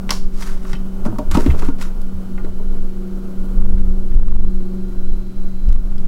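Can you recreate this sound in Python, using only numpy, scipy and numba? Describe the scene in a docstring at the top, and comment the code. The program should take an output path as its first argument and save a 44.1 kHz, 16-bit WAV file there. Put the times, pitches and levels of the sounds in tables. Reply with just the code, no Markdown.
"""A hand-held camera in a kitchen, its microphone close to an open refrigerator: fan tones over rushing air,
compressor orders and motor whistles run on while hand shake pumps deep bass into the microphone. Soon come
ticks (filtered cracks) and scuffs (grainy noise), then knocks as the second door is hit and pulled open; later
dull cabinet thuds and clinking jars (decaying modes), all with a short room tail. In the second half, stronger
jolts swing the microphone slowly; the strongest overload the input, and short crackles come as it recovers."""
import sys
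import numpy as np
from scipy import signal
from scipy.fft import rfft, irfft, next_fast_len
from scipy.io import wavfile
from scipy.ndimage import uniform_filter1d
from numba import njit

SR = 44100
rng = np.random.default_rng(int(sys.argv[2]) if len(sys.argv) > 2 else 0)


def to_wav(sig):
    """Store sig (one row per channel, or 1-D mono) as 16-bit WAV at the path in sys.argv[1].

    Samples outside -1..1 are clipped; the rate is SR.
    """
    pcm = np.clip(np.atleast_2d(sig), -1, 1) * 32767
    pcm = np.round(pcm).astype(np.int16)
    wavfile.write(sys.argv[1], SR, pcm.T)  # frames by channels


N = 267687
T = np.arange(N) / SR
OVERLOAD = 1.14  # largest amplitude the input takes
DOOR_SPREAD_DB = 1.5  # random spread of each tone of door or cabinet


def undb(db):
    """Decibels to an amplitude factor."""
    return 10 ** (np.asarray(db) / 20)


def unit(x):
    """Scale to rms 1."""
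    return x / np.sqrt(np.mean(x ** 2))


def curve(rows):
    """Draw straight lines over time between the rows, one curve for each column after the first."""
    s, *columns = np.transpose(rows)
    return [np.interp(T, s, c) for c in columns]


def band(x, lo_hz, hi_hz, order=2):
    """Keep what lies between two pitches."""
    edges = [lo_hz, min(hi_hz, .45 * SR)]
    return signal.sosfilt(signal.butter(order, edges, "bandpass", fs=SR, output="sos"), x)


def noise(shape):
    """Noise of rms 1 coloured by (Hz, dB) points, joined along a logarithmic pitch axis."""
    hz, db = np.transpose(shape)
    n = next_fast_len(N)
    f = np.maximum(np.fft.rfftfreq(n, 1 / SR), 1)
    colour = undb(np.interp(np.log(f), np.log(hz), db))
    return unit(irfft(rfft(rng.standard_normal(n)) * colour, n)[:N])


def walk(rate):
    """Random levels, one every 1 / rate s, joined by slopes; spread near 1."""
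    k = int(SR / rate)
    steps = np.repeat(rng.standard_normal(N // k + 1), k)
    return 1.184 * uniform_filter1d(steps, k)[:N]


def add(out, x, s):
    """Lay a sound into the scene from s seconds on."""
    i = int(s * SR)
    out[i:i + len(x)] += x[:N - i]


def near(modes, spot_hz, fall_db):
    """Modes near spot_hz are fed most; others lose fall_db times octaves squared."""
    return [(hz, db - fall_db * np.log2(hz / spot_hz) ** 2, t60) for hz, db, t60 in modes]


def ring(modes, spread_db, rise_s, detune=0.):
    """Decaying sines built up over rise_s; levels differ each time, and close twins beat if detuned."""
    t = T[:SR // 4]
    twin = undb(-5) * (detune > 0)
    tones = np.zeros(len(t))
    for hz, db, t60 in modes:
        luck, shift, twin_shift = rng.standard_normal(3)
        main_tone = np.sin(2 * np.pi * hz * (1 + detune * shift / 2) * t)
        twin_tone = np.sin(2 * np.pi * hz * (1 + detune * twin_shift) * t)
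        tones += undb(db + spread_db * luck - 60 * t / t60) * (main_tone + twin * twin_tone)
    return tones * (1 - np.exp(-t / rise_s)) ** 2 / (1 + twin)


def fan():
    """Blades chop the air into a tone with overtones, wavering a little over rushing air."""
    # heard as the camera moves about: t/s, blade tone level/dB rms, air rush level/dB rms,
    # blade overtones over the tone/dB
    distance = [(0.0, -30.5, -32, -14), (0.22, -37, -38, -8.5), (0.9, -33.5, -35, -9.5),
                (1.2, -38.5, -33, -10), (1.52, -33, -28, -13), (1.74, -34.5, -35.5, -18),
                (2.06, -32, -36.5, -15.5), (3.08, -31, -36.5, -15), (3.72, -28, -34, -18.5),
                (4.0, -27.5, -36, -12.5), (4.27, -31, -39, -19.5), (4.66, -27, -35.5, -16),
                (5.24, -35, -40, -15), (5.65, -35.5, -39, -15), (6.07, -29.5, -36.5, -19)]
    # blade overtones: multiple of the blade tone, level/dB
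    overtones = [(2, -1), (3, -14)]
    # colour of the rushing air: f/Hz, relative level/dB per Hz
    air_colour = [(30, -17), (55, 14.5), (80, 5.5), (130, 1), (240, 5), (370, -4.5), (450, -6), (620, -9.5),
                  (1000, -15), (1450, -15.5), (1800, -30.5), (3000, -35)]
    blade_hz = 189.4
    blade_db, air_db, over_db = curve(distance)
    turn = 2 * np.pi * np.cumsum(1 + 0.0041 * walk(6.6)) / SR
    blades = undb(blade_db + 1.8 * walk(7)) * np.sin(blade_hz * turn)
    for k, db in overtones:
        blades += undb(blade_db + over_db + db + 2.4 * walk(11)) * np.sin(k * blade_hz * turn)
    air = undb(air_db + 0.51 * walk(15) + 1.12 * walk(60)) * noise(air_colour)
    return np.sqrt(2) * blades + air


def compressor():
    """The pump hums at multiples of its turning rate, each loudest at its own moment."""
    # compressor orders: multiple of the pump rate, level/dB rms at the loudest moment, loudest t/s
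    orders = [(2, -46, 5.4), (5, -51, 3.84), (6, -44.5, 3.67), (7, -66, 1.3), (8, -54, 3.36)]
    pump_hz, waver_db = 59.3, 3
    fall_db = 1.6  # lost 1 s away from the loudest moment, growing with the square
    out = np.zeros(N)
    for k, db, s in orders:
        level = undb(db - fall_db * (T - s) ** 2 + waver_db * walk(3.12))
        out += level * np.sin(2 * np.pi * k * pump_hz * T + k)
    return np.sqrt(2) * out


def whistles():
    """Thin motor tones waver: some stay, others are heard while the camera faces them."""
    # tones that stay throughout: f/Hz, level/dB rms
    steady = [(1416, -64.5), (1604, -72)]
    # tones that come and go: level/dB rms, from t/s, to t/s
    facing = [(-69, .3, 4.1), (-76, 4.25, 5.7), (-74, 2.4, 4.15), (-71, 4.4, 5.75), (-71, 5.05, 5.7),
              (-73, 2.0, 4.0), (-72, 4.5, 5.75)]
    # pitch of each row above: f/Hz
    facing_hz = [3031, 3150, 3978, 3978, 3978, 4334, 4334]
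    fade_db_s, waver_db = 44, 2  # fade in dB per second outside the facing time
    tones = list(steady)
    for hz, (db, start, end) in zip(facing_hz, facing):
        outside = np.maximum(np.maximum(start - T, T - end), 0)
        tones.append((hz, db - fade_db_s * outside))
    out = np.zeros(N)
    for hz, db in tones:
        out += undb(db + waver_db * walk(3.96)) * np.sin(2 * np.pi * hz * T)
    return np.sqrt(2) * out


def tremor():
    """Tremor of the hand moves the microphone through the air: two bands of deep noise, softly limited."""
    # hand shake before limiting: t/s, slow band level/dB rms, band above 20 Hz over the slow one/dB
    unsteadiness = [(0.0, -18.5, -9), (0.08, -8.5, -14), (1.23, -12.5, -12.5), (1.27, -8, -67),
                    (1.72, -9.5, -4), (1.76, -18.5, -27), (1.94, -12, -16.5), (2.86, -9, -14),
                    (3.08, -25, -3), (3.43, -9.5, -7.5), (3.53, -25, 14.5), (3.62, -2, -10),
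                    (4.01, -9.5, 4.5), (4.22, -15, -46), (4.65, -2.5, -96), (4.72, -13.5, -9),
                    (5.19, -7.5, -11), (5.27, -18.5, -10), (5.95, -1, -14.5), (6.07, -19, 0)]
    db, quick_db = curve(unsteadiness)
    # a second of run-in lets the narrow filters settle
    slow = unit(band(rng.standard_normal(N + SR), 7, 18.33, order=4)[SR:])
    quick = unit(band(rng.standard_normal(N + SR), 20, 27.1, order=4)[SR:])
    return .75 * np.tanh(undb(db) * (slow + undb(quick_db) * quick) / .75)


def ticks():
    """Ticks and crackles: one sharp click, then a fading band of noise; higher ones die sooner."""
    # ticks and short crackles, some as the overloaded input recovers:
    # t/s, level/dB, lowest f/Hz, highest f/Hz
    cracks = [(0.093, -16.5, 596, 2200), (0.0928, -30, 2200, 12000), (0.1063, -6, 4600, 5700),
              (0.1067, -11, 2600, 9000), (0.1067, -16, 7950, 15500), (0.108, -12, 790, 1490),
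              (.118, -19, 800, 1200), (.3436, -39, 2500, 10000), (0.4231, -21.5, 857, 4300),
              (0.469, -36, 3500, 9000), (0.6517, -28.5, 950, 1340), (0.7317, -21.5, 900, 3530),
              (1.052, -32, 900, 12000), (1.1854, -26, 1500, 15000), (1.193, -36, 1500, 4000),
              (1.3135, -18.5, 1800, 9900), (1.3135, -30, 9000, 13100), (1.344, -21, 2000, 9000),
              (1.3514, -19, 800, 3000), (1.372, -20, 1500, 7040), (1.4615, -23.5, 1200, 3770),
              (1.461, -42, 4000, 10000), (1.594, -28, 2020, 11800), (1.541, -33, 600, 1600),
              (1.623, -26, 700, 3000), (1.635, -32, 900, 1700), (1.6483, -36, 4000, 12000),
              (1.686, -30.5, 810, 3870), (1.7845, -39, 1000, 8000), (1.814, -38, 910, 6000),
              (2.017, -34.5, 6440, 15000), (2.447, -40, 1200, 5000), (3.621, -45, 700, 2000),
              (3.78, -36.5, 500, 2190), (4.12, -40, 800, 1520), (4.195, -47, 500, 2080),
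              (4.283, -40, 600, 2160), (4.322, -49, 500, 2250), (4.358, -40, 500, 1110),
              (4.445, -40, 605, 1600), (4.604, -41, 453, 1300), (5.688, -39, 2500, 9050),
              (5.699, -42, 700, 1700), (5.723, -40, 800, 1600), (5.727, -31.5, 2000, 8700),
              (5.759, -40, 600, 1800), (5.918, -42, 900, 2080), (5.981, -36, 3000, 5560)]
    dull_hz = 2900  # they weaken above this
    mid_t60_s, mid_hz, slope = 0.033, 2950, 0.4  # decay at that pitch, and how it shortens upward
    snap_db = -1  # peak of the click, over the level in the table
    out, t = np.zeros(N), T[:SR // 8]
    for s, db, lo_hz, hi_hz in cracks:
        t60 = mid_t60_s * (mid_hz / np.sqrt(lo_hz * hi_hz)) ** slope
        push = np.array([rng.standard_normal(len(t)), t == 0])
        dulled = signal.lfilter([1], [1, -np.exp(-2 * np.pi * dull_hz / SR)], push)
        crack, click = band(dulled, lo_hz, hi_hz, order=1)
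        fading = undb(db - 60 * t / t60) * unit(crack) / 2
        add(out, fading + undb(db + snap_db) * click / np.abs(click).max(), s)
    return out


def scuffs():
    """Dense slips of dry surfaces: a bright and a duller band from the same grains; each swells and fades."""
    # scuffs of hand, seal and feet: loudest t/s, level/dB, swell/s, fade t60/s, mid band over treble/dB
    slips = [(0.121, -35, 0.013, 0.29, -13), (0.427, -40.5, 0.052, 0.15, 2), (.47, -46.5, 0.033, 0.44, 8.5),
             (0.699, -48.5, 0.037, 0.24, 7.5), (1.06, -46, 0.0077, 0.059, 13),
             (1.317, -47, 0.0034, 0.059, 19.5), (1.351, -41, 0.0096, 0.15, 14),
             (1.408, -40, 0.011, 0.066, 6.5), (1.445, -49, 0.016, 0.065, 8),
             (1.471, -55.5, 0.012, 0.077, 21), (1.508, -57, 0.0084, 0.1, 23.5),
             (1.558, -62.5, .02, 0.18, 6), (1.599, -45.5, 0.025, 0.18, 8.5), (1.65, -53, 0.0049, 0.18, 15),
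             (1.82, -42, 0.017, 0.16, 11.5)]
    swell_db = 11  # rise over the swell time
    bright_hz, mid_hz = 5700, 1320
    grains = rng.standard_normal(N) * undb(2.5 * walk(400) + 0.86 * walk(90))
    treble = band(grains, bright_hz / 1.65, bright_hz * 1.24, order=1)
    bright = unit(treble + 0.037 * band(grains, 1320, 24000))
    mid = unit(band(grains, mid_hz / 1.62, mid_hz * 1.28, order=1))
    out = np.zeros(N)
    for s, db, swell, t60, mid_db in slips:
        at = slice(max(int((s - 2 * swell) * SR), 0), int((s + t60) * SR))
        t = T[at] - s
        level_db = db + np.where(t < 0, swell_db * t / swell, -60 * t / t60)
        out[at] += undb(level_db) * (bright[at] + undb(mid_db) * mid[at])
    return out


def knocks():
    """Knocks on the door are built of parts, each a panel thump and a ring of the modes nearest the spot hit."""
    # parts of the knocks, several rows to one knock: t/s, panel thump level/dB, panel f/Hz, panel t60/s,
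    # ring level/dB, f/Hz of the modes at the spot
    knock_parts = [(.106, -24, 230, .05, -35.5, 480), (1.053, -30, 246, .05, -24.5, 655),
                   (1.060, -4, 221, 0.074, -24.5, 690), (1.063, -21, 234, .05, -27, 1490),
                   (1.080, -16, 321, 0.096, -36, 1410), (1.104, -27, 312, 0.052, -41, 1300),
                   (1.126, -12, 217, 0.091, -32.5, 750), (1.160, -26, 357, .06, -39, 950),
                   (1.185, -8, 226, 0.056, -27, 880), (1.190, -11, 292, 0.041, -21.5, 640),
                   (1.203, -18.5, 268, 0.079, -33, 650), (1.220, -23, 240, 0.051, -38, 620),
                   (1.312, -19, 302, .044, -35, 1110), (1.350, -0.5, 192, 0.035, -16, 980),
                   (1.369, -4.5, 285, 0.07, -18.5, 910), (1.376, 6, 236, 0.032, -16, 444),
                   (1.461, 7, 260.5, 0.038, -29, 690), (1.474, -15, 332, 0.055, -27, 394),
                   (1.537, -30, 245, 0.042, -27.5, 500), (1.543, -27, 242, 0.049, -33, 1200),
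                   (1.621, -20, 307, 0.049, -29.5, 764), (1.629, -13, 410, .044, -27.5, 1290),
                   (1.650, -21, 302, 0.058, -44, 1400), (1.685, -2, 269, 0.054, -32, 985),
                   (1.697, -13.5, 455, 0.042, -36, 1480), (2.444, -9.5, 375, 0.035, -38, 503),
                   (2.460, -23.5, 425, 0.051, -38, 746), (2.478, -28, 376, .07, -56, 500),
                   (2.599, -26, 412, 0.068, -39.5, 695), (2.738, -24, 432, 0.045, -43, 740)]
    # door modes: f/Hz, relative level/dB, t60/s
    door_modes = [(333, 10, 0.056), (360, 4, 0.14), (428, 5.5, 0.102), (486, -0.5, 0.2),
                  (622.5, 6.5, 0.087), (740, 0.5, 0.057), (853, 4, 0.042), (919, 1.5, 0.079),
                  (1086, 5.5, 0.042), (1210, 4, 0.04), (1407, -0.5, 0.12), (1544, -8, 0.066)]
    out = np.zeros(N)
    for s, db, hz, t60, ring_db, spot_hz in knock_parts:
        add(out, ring([(hz, db, t60)], spread_db=DOOR_SPREAD_DB, rise_s=0.0023), s)
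        fed = near(door_modes, spot_hz, fall_db=32.5)
        add(out, undb(ring_db) * ring(fed, spread_db=DOOR_SPREAD_DB, rise_s=0.00059, detune=.025), s)
    return out


def thuds():
    """Dull thuds of the cabinet: one low decaying tone each, slow to build up."""
    # thuds: t/s, level/dB, f/Hz, t60/s
    dull_tones = [(0.73, -10.5, 141, 0.053), (1.077, -18, 101.8, 0.5), (1.279, -17, 66, 0.26),
                  (1.332, -3, 71, 0.16), (1.48, 2, 68, 0.21), (1.473, -8, 128.6, 0.23),
                  (1.671, -4.5, 63.5, 0.085), (2.134, -19, 76.6, 0.35), (2.48, -21.5, 78.5, 0.24),
                  (3.735, -30, 95, 0.1), (3.769, -27, 108, .08), (4.162, -13, 91, 0.13),
                  (5.69, -22.5, 124.6, 0.19)]
    out = np.zeros(N)
    for s, db, hz, t60 in dull_tones:
        add(out, ring([(hz, db, t60)], spread_db=DOOR_SPREAD_DB, rise_s=0.0062), s)
    return out


def clinks():
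    """Jars touching on the door shelves ring short glassy modes, most those nearest the spot."""
    # touches: t/s, level/dB, f/Hz of the strongest modes
    touches = [(0.731, -42, 3000), (0.733, -39, 1400), (0.744, -41, 1450), (0.751, -38, 2950),
               (1.501, -31, 2100), (1.507, -33, 2000), (1.592, -41, 1800), (2.378, -35, 1550),
               (2.397, -44, 1240), (2.447, -46, 1500)]
    # jar modes: f/Hz, relative level/dB, t60/s
    jar_modes = [(819, 12, 0.07), (1050, -2, 0.053), (1196, -3, 0.19), (1430, 5, 0.05), (1880, -1.5, 0.058),
                 (2090, 2.5, 0.04), (2350, 2.5, 0.031), (2600, 1, 0.041), (2900, -9, 0.13),
                 (3080, -3, 0.11), (4130, -4, 0.045)]
    out = np.zeros(N)
    for s, db, spot_hz in touches:
        fed = near(jar_modes, spot_hz, fall_db=21.0)
        add(out, undb(db) * ring(fed, spread_db=1.5, rise_s=0.00021, detune=.01), s)
    return out


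def room(x, t60, wet_db):
    """Kitchen tail: fading noise, duller than the source."""
    t = T[:SR // 2]
    tail = band(rng.standard_normal(len(t)), 400, 11500, order=1) * undb(-60 * t / t60)
    return undb(wet_db) * signal.fftconvolve(x, tail / np.sqrt(np.sum(tail ** 2)))[:N]


def jolts():
    """Jolts of the hand set the camera swinging; also returns the share of tremor left beside them."""
    # jolts: t/s, first swing as a share of the overload point, length/s, swing f/Hz, head start/cycles
    swings = [(3.584, 1.05, .17, 11.26, 0.17), (3.752, -1.01, 0.082, 13.3, 0.22),
              (4.113, 0.78, 0.044, 14.3, 0.048), (4.169, 1.04, 0.074, 11, 0.39),
              (4.278, -1.05, 0.198, 12, 0.014), (5.7, -1.07, 0.076, 12, 0.39),
              (5.917, -0.61, 0.16, 10.7, 0.032)]
    edge_s, quick_s = 0.0193, 0.02515  # onset and end; how soon the swing slows
    sharpness = .999  # near 1: nearly straight slopes with sharp turns
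    out, calm = np.zeros(N), np.ones(N)
    for s, size, length, hz, head in swings:
        t = T - s
        cycles = hz * t + head * (1 - np.exp(-np.maximum(t, -quick_s) / quick_s))
        swing = np.arcsin(sharpness * np.cos(2 * np.pi * cycles)) / np.arcsin(sharpness)
        outside = np.maximum(np.maximum(-t, t - length), 0)
        held = np.exp(-(outside / edge_s) ** 2)
        out += OVERLOAD * size * held * swing
        calm *= 1 - held  # a jolt takes over from the tremor
    return out, calm


def scene():
    """Close sounds and crackles with a kitchen tail, the running refrigerator and the shaken microphone."""
    running = fan() + compressor() + whistles()
    close = ticks() + scuffs() + knocks() + thuds() + clinks()
    swinging, calm = jolts()
    shake = calm * tremor() + swinging
    return (close + room(close, t60=0.27, wet_db=-11.0) + running + shake)[None]


@njit
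def follow(x, attack, release):
    """Peak follower, quick up and slow down."""
    e, out = 0., np.empty(len(x))
    for i in range(len(x)):
        a = abs(x[i])
        e += (a - e) * (attack if a > e else release)
        out[i] = e
    return out


def overload(x):
    """Clip hard; coming out of it the input rasps for a moment, then the gain sags and returns."""
    over = uniform_filter1d(1. * (np.abs(x) > OVERLOAD), size=40) > .5
    freed = 1. * (np.diff(1. * over, prepend=0) < 0)
    moment = int(0.00896 * SR)
    rasping = np.minimum(np.convolve(freed, np.hanning(moment) ** .5)[:N], 1)
    rasp = undb(-43.5) * rasping * unit(band(rng.standard_normal(N), 630, 1260))
    recovery = np.exp(-1 / (0.0067 * SR))
    sag = np.minimum(signal.lfilter([1], [1, -recovery], np.roll(freed, moment)), 1)
    return (np.clip(x, -OVERLOAD, OVERLOAD) + rasp) * undb(-6 * uniform_filter1d(sag, size=150))


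def record(dry):
    """Preamp hiss, a hard overload, a coupling capacitor, gain control that recovers slowly, then the top cut."""
    # colour of the preamp hiss: f/Hz, relative level/dB per Hz
    hiss_colour = [(1060, -49), (1800, 1.5), (3710, -2.5), (4100, -4), (4620, -3.5), (15100, -13.5),
                   (16000, -6)]
    x = overload(dry[0] + undb(-57.5) * noise(hiss_colour))
    x = signal.sosfilt(signal.butter(1, 5., "highpass", fs=SR, output="sos"), x)
    # gain control: 6.1 ms attack, 0.8 s release, working above a peak level of 0.62
    peak = follow(x, 1 / (0.0061 * SR), 1 / (.8 * SR))
    x = x * np.minimum(1, 0.62 / (peak + 1e-9)) ** 0.43
    x = signal.sosfilt(signal.ellip(10, .2, 80, 15900, fs=SR, output="sos"), x)
    return np.clip(x, -1, 1)[None]


dry = scene()
out = record(dry)
to_wav(out)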